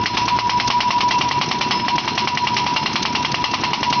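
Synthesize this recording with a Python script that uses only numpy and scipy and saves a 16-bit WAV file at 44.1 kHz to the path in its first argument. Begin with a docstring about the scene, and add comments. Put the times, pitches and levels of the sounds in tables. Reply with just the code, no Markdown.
"""Post driver at the roadside

Some way off, straight ahead of the microphone, a hydraulic rig drives a steel tube post, about ten
blows a second. Each blow cracks, clatters through post and mast, and lets a 1 kHz ring swell until
the next blow chokes it. Behind it two diesels rev up and settle over the rush of the hydraulics.
The recorder's limiter ducks everything at the blows."""
import sys
import numpy as np
from scipy import signal
from scipy.fft import rfft, irfft
from scipy.io import wavfile
from scipy.ndimage import uniform_filter1d

SR = 44100
rng = np.random.default_rng(int(sys.argv[2]) if len(sys.argv) > 2 else 0)


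def store_wav(level_fs):
    """Save 16-bit WAV to argv[1]."""
    pcm = np.round(np.clip(np.atleast_2d(level_fs), -1, 1) * 32767)
    wavfile.write(sys.argv[1], SR, pcm.T.astype(np.int16))


N = 176400
TIME = np.arange(N) / SR

# Hammer blows. Each row: start in seconds, relative strength in dB, relative level of the ring in dB.
HAMMER_BLOWS = [(-0.055, 0.0, -19.5), (0.0574, -0.7, -19), (0.17, -3.3, -18), (0.2792, -4, -13.5),
                (0.3867, -1, -11), (0.4938, -1.5, -10.5), (0.5981, -3.5, -15.5), (0.7012, 1, -9),
                (0.8035, 0, -12), (0.9044, -2, -11.5), (1.005, -7.5, -12), (1.1086, -4, -12),
                (1.2098, -8, -17), (1.3109, -7.5, -16), (1.4123, -3.5, -23), (1.5124, -9, -22),
                (1.6104, -6, -21.0), (1.7079, -3, -16.5), (1.7966, -22.5, -19), (1.8812, -5.5, -15),
                (1.9802, -3, -23.5), (2.0762, -7.5, -24.5), (2.1768, -4.5, -18), (2.2729, -0.9, -16.0),
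                (2.3721, -5.5, -16.5), (2.4692, -6, -17.0), (2.5661, -4.5, -17.5), (2.6638, -6.5, -17.0),
                (2.7621, -4, -20.5), (2.8587, -7.5, -28.5), (2.9557, -4.5, -26), (3.0522, -8.5, -22.0),
                (3.1498, -5, -20.5), (3.2472, -6.3, -22.0), (3.3423, -5, -17.5), (3.44, -0.5, -20),
                (3.537, -5.5, -29), (3.6349, -7.5, -20.5), (3.7313, 1, -20), (3.829, -2.5, -13.5),
                (3.9257, -2.2, -12.5)]
# Lasting modes of the steel. Each entry: pitch in Hz.
STEEL_MODES_HZ = [890, 2330, 2715, 2790, 4150, 5185, 5368, 5727]
# Colour of clattering steel. Each row: frequency in Hz, relative spectral density in dB.
CLATTER_SPECTRUM = [(300, -9.5), (500, -16), (750, -3.5), (1000, 6), (1300, -5), (1650, -9.5), (2100, -1),
                    (3000, -2), (3800, -5.5), (4500, -4), (5500, -4.5), (6300, -18.5)]


def from_db(db):
    """Decibels to gain."""
    return 10 ** (np.asarray(db) / 20)


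def rms_one(x):
    """Scale to unit rms."""
    return x / np.sqrt(np.mean(x ** 2) + 1e-20)


def in_time(rows):
    """The columns of a curve at every sample."""
    times, *columns = np.transpose(rows)
    return [np.interp(TIME, times, column) for column in columns]


def noise(spectrum):
    """Noise of unit rms with the given colour."""
    hz, db = np.transpose(spectrum)
    bins = np.maximum(np.arange(N // 2 + 1) * SR / N, 1)
    colour = from_db(np.interp(np.log(bins), np.log(hz), db))
    return rms_one(irfft(rfft(rng.standard_normal(N)) * colour, N))


def drift(hz):
    """A random wander of unit rms, mostly slower than hz."""
    bins = np.arange(N // 2 + 1) * SR / N
    return rms_one(irfft(rfft(rng.standard_normal(N)) / (1 + (bins / hz) ** 2), N))


def mode(clicks, hz, t60):
    """A unit click sets a sine of height 1 ringing."""
    r, w = np.exp(-np.log(1000) / (t60 * SR)), 2 * np.pi * hz / SR
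    return signal.lfilter([0, np.sin(w)], [1, -2 * r * np.cos(w), r * r], clicks + 1e-18)


def strikes(times, gains):
    """A click of the given size at each time."""
    out, inside = np.zeros(N), (times >= 0) & (times < (N - 1) / SR)
    out[(times[inside] * SR).astype(int)] = gains[inside]
    return out


def engine_lines(hz, orders, waver_db):
    """Engine tones on multiples of a rate, each wavering in level."""
    turn = 2 * np.pi * np.cumsum(hz) / SR
    out = np.zeros(N)
    for multiple, db in orders:
        height = np.sqrt(2) * from_db(db + waver_db * drift(2.7))
        out += height * np.sin(multiple * turn + rng.uniform(0, 2 * np.pi))
    return out


def hammer_impacts():
    """Every blow strikes the steel's short and lasting modes, each a little differently."""
    # Short modes. Each row: pitch in Hz, relative level in dB, t60 in seconds, delay in seconds.
    crack_modes = [(734, -22, 0.058, 0.00015), (1017, -2.5, 0.016, 0.00074), (1280, -4, 0.0053, .0009),
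                   (1982, -7.5, 0.018, 0.0012), (2310, -6.5, 0.011, 0.001174), (3242, -13.5, 0.036, 0.0051),
                   (2873, -6.5, 0.011, .0042), (4158, -15.5, 0.028, 0.0019), (5470, -21, 0.019, .004),
                   (2970, -21, 0.071, .007)]
    # Lasting modes, as in STEEL_MODES_HZ. Each row: relative level in dB, t60 in seconds.
    steel_decays = [(-30.5, 0.31), (-35, 0.16), (-30.5, 0.35), (-19, 0.074), (-31, 0.28), (-37, 0.44),
                    (-31.5, 0.16), (-47.5, 0.49)]
    jitter_s, steel_delay_s = 0.00015, 0.0037
    starts, blow_db, _ = np.transpose(HAMMER_BLOWS)
    out = np.zeros(N)
    for k, (hz, level_db, t60, delay) in enumerate(crack_modes):
        size, late = rng.standard_normal((2, len(starts)))
        arrivals = starts + delay + (jitter_s + 0.14 * delay) * late  # later modes scatter more
        clicks = strikes(arrivals, from_db(blow_db + level_db + 3 * size))
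        out -= (-1) ** k * mode(clicks, hz, t60)  # polarity alternates from mode to mode
    for hz, (level_db, t60) in zip(STEEL_MODES_HZ, steel_decays):
        size, late = rng.standard_normal((2, len(starts)))
        arrivals = starts + steel_delay_s + jitter_s * late
        out += mode(strikes(arrivals, from_db(blow_db + level_db + 5 * size)), hz, t60)
    return out


def mast_clatter():
    """Hammer and mast clatter after each blow: a quick, grainy burst and a longer tail."""
    rise_s, grain_db = 0.0037, 1
    starts, blow_db, _ = np.transpose(HAMMER_BLOWS)
    hit_power = strikes(starts, from_db(2 * blow_db))
    power = 0
    for level_db, t60 in ((-10, 0.06), (-13.5, 0.15)):  # burst, tail
        decay = np.exp(-2 * np.log(1000) / (t60 * SR))
        power += from_db(2 * level_db) * signal.lfilter([1], [1, -decay], hit_power + 1e-18)
    rise = np.exp(-1 / (rise_s * SR))
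    envelope = np.sqrt(signal.lfilter([1 - rise], [1, -rise], power))
    return envelope * from_db(grain_db * drift(200)) * noise(CLATTER_SPECTRUM)


def post_ring():
    """The post's main tone swells after each blow and is choked as the hammer lands again."""
    ring_hz, t60, waver_db, slip_rad = 972.5, 1, 1.16, 0.59
    wait_s, swell_s, choke_s = 0.009, 0.055, 0.026
    starts, _, ring_db = np.transpose(HAMMER_BLOWS)
    ends = np.append(starts[1:], 2 * starts[-1] - starts[-2])
    blow = np.maximum(np.searchsorted(starts, TIME, side="right") - 1, 0)
    age = TIME - starts[blow]
    swell = np.sin(np.pi / 2 * np.clip((age - wait_s) / swell_s, 0, 1))
    decay = np.exp(-np.log(1000) * age / t60)
    choke = np.clip((ends[blow] - TIME) / choke_s, 0, 1)
    # The phase wanders, and jumps at each blow.
    slip = slip_rad * (drift(12) + 2 * rng.standard_normal(len(starts))[blow])
    tone = np.sqrt(2) * np.sin(2 * np.pi * ring_hz * TIME + slip)
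    return from_db(2.5 + ring_db[blow] + waver_db * drift(52)) * swell * decay * choke * tone


def cap_scrape():
    """The hammer rubs the post cap as it comes down, with a different strength each time."""
    lead_s, fade_s = 0.00065, 0.0027
    starts = np.transpose(HAMMER_BLOWS)[0]
    rubs = strikes(starts - lead_s, from_db(3 * rng.standard_normal(len(starts))))
    lag = np.arange(-SR // 20, SR // 20 + 1) / SR
    envelope = signal.fftconvolve(rubs, np.exp(-np.abs(lag) / fade_s), "same")
    return from_db(-21.5) * envelope * noise(CLATTER_SPECTRUM)


def valve_spit():
    """The valve gives a short bright spit just before each blow."""
    lead_s, jitter_s, fade_s = 0.021, 0.00091, 0.0054
    centre_hz, width_hz = 5190, 2000
    starts = np.transpose(HAMMER_BLOWS)[0]
    size, late = rng.standard_normal((2, len(starts)))
    spits = strikes(starts - lead_s + jitter_s * late, from_db(4.6 * size))
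    lag = np.arange(-SR // 20, SR // 20 + 1) / SR
    envelope = signal.fftconvolve(spits, np.exp(-(lag / fade_s) ** 2), "same")
    hiss = rms_one(mode(rng.standard_normal(N), centre_hz, t60=np.log(1000) / np.pi / width_hz))
    return from_db(-27) * envelope * hiss


def loose_parts():
    """Loose parts tick at random throughout, each tick on one of the steel's modes."""
    ticks_per_s = 360
    ticking = rng.random(N) < ticks_per_s / SR
    ticks = ticking * from_db(-36.5 + 3 * np.minimum(rng.exponential(1, N), 4))
    struck = rng.integers(0, len(STEEL_MODES_HZ), N)
    return sum(mode(ticks * (struck == k), hz, t60=0.03) for k, hz in enumerate(STEEL_MODES_HZ))


def revving_diesel():
    """The higher engine hums on its firing rate, which climbs and then holds."""
    # The run-up. Each row: time in seconds, firing rate in Hz, level in dB.
    revs = [(0, 108.7, -33.5), (.3, 111.7, -33), (.75, 120.6, -30.5), (1.05, 128.9, -40.5),
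            (1.35, 136, -34.5), (1.7, 144.2, -41.5), (2.9, 144, -39), (4, 143.5, -35.5)]
    # Its tones. Each row: multiple of the firing rate, relative level in dB.
    orders = [(.5, -7), (1, 0), (1.5, -11), (2, -7), (3, -12)]
    firing_hz, level_db = in_time(revs)
    return from_db(level_db) * engine_lines(firing_hz, orders, waver_db=1.5)


def deep_diesel():
    """The deeper engine speeds up and settles; the exhaust throbs at its cycle and three times that."""
    # The run-up. Each row: time in seconds, cycle rate in Hz, level in dB.
    revs = [(0, 27, -43), (1.15, 29, -41), (1.7, 31.35, -36), (4, 31.35, -36)]
    # Its tones. Each row: multiple of the cycle rate, relative level in dB.
    orders = [(3, -7), (4, -8), (5, -9), (6, -8), (7, 0), (8, -5), (11, -10), (12, -10)]
    # Exhaust colour. Each row: frequency in Hz, relative spectral density in dB.
    exhaust_spectrum = [(25, -13), (48, -8.5), (70, -10.5), (110, 1.5), (160, 0), (230, 2.5), (340, 1),
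                        (430, -4.5), (520, -13), (800, -6.5), (2000, -54.5)]
    # Exhaust loudness. Each row: time in seconds, level in dB about which it throbs.
    exhaust_levels = [(0, -31), (.9, -29.5), (1.4, -28.5), (2.2, -30.5), (3, -30.5), (4, -28)]
    cycle_hz, level_db = in_time(revs)
    tones = from_db(level_db) * engine_lines(cycle_hz, orders, waver_db=3)
    cycle = 2 * np.pi * np.cumsum(cycle_hz) / SR
    throb_db = 3.5 * np.cos(cycle) + 2.2 * np.cos(3 * cycle)
    exhaust = from_db(in_time(exhaust_levels)[0] + throb_db) * noise(exhaust_spectrum)
    return tones + exhaust


def hydraulic_rush():
    """Hydraulics and engine clatter merge into a flickering rush."""
    # Its colour. Each row: frequency in Hz, relative spectral density in dB.
    rush_spectrum = [(300, -1.5), (520, -8), (700, 9), (900, 10), (1150, 10.5), (1600, 6), (2300, 6),
                     (3300, 8), (3900, 3.5), (4700, 1.5), (5500, -1.5), (6300, -16.5)]
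    return from_db(-32.5 + 2.5 * drift(63)) * noise(rush_spectrum)


def scene():
    """The rig stands straight ahead of the microphone, alike in both channels."""
    blows = from_db(7.5) * (hammer_impacts() + mast_clatter()) + cap_scrape() + post_ring()
    rig = blows + loose_parts() + valve_spit() + revving_diesel() + deep_diesel() + hydraulic_rush()
    return np.array([rig, rig])


def record(dry):
    """The recorder: low cut, look-ahead limiter, one lurch to the left, rounded peaks, steep top cut."""
    low_cut_hz, top_cut_hz, ceiling = 61, 6300, 0.95
    threshold_db, release_db_per_s, window_s, ahead_s = -14.5, 175, 0.0032, 0.002
    lurch_at_s, lurch_db, lurch_fade_s = 3.4415, 33, 0.0036
    dry = signal.sosfilt(signal.butter(2, low_cut_hz, "high", fs=SR, output="sos"), dry)
    power = uniform_filter1d(dry[0] ** 2, int(window_s * SR))
    level_db = 10 * np.log10(np.maximum(power, 1e-12))
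    reduction_db = 0.9 * np.maximum(level_db - threshold_db, 0)
    release_db = release_db_per_s * TIME
    held_db = np.maximum.accumulate(reduction_db + release_db) - release_db
    duck_db = uniform_filter1d(np.interp(TIME + ahead_s, TIME, held_db), int(2 * ahead_s * SR))
    # One crack jumps out on the left.
    lean = from_db(lurch_db * np.exp(-((TIME - lurch_at_s) / lurch_fade_s) ** 2))
    pan = 2 * np.array([lean, np.ones(N)]) / (1 + lean)
    rounded = ceiling * np.tanh(dry * from_db(-duck_db) * pan / ceiling)
    return signal.sosfilt(signal.ellip(10, 0.2, 80, top_cut_hz, fs=SR, output="sos"), rounded)


dry = scene()
out = record(dry)
store_wav(out)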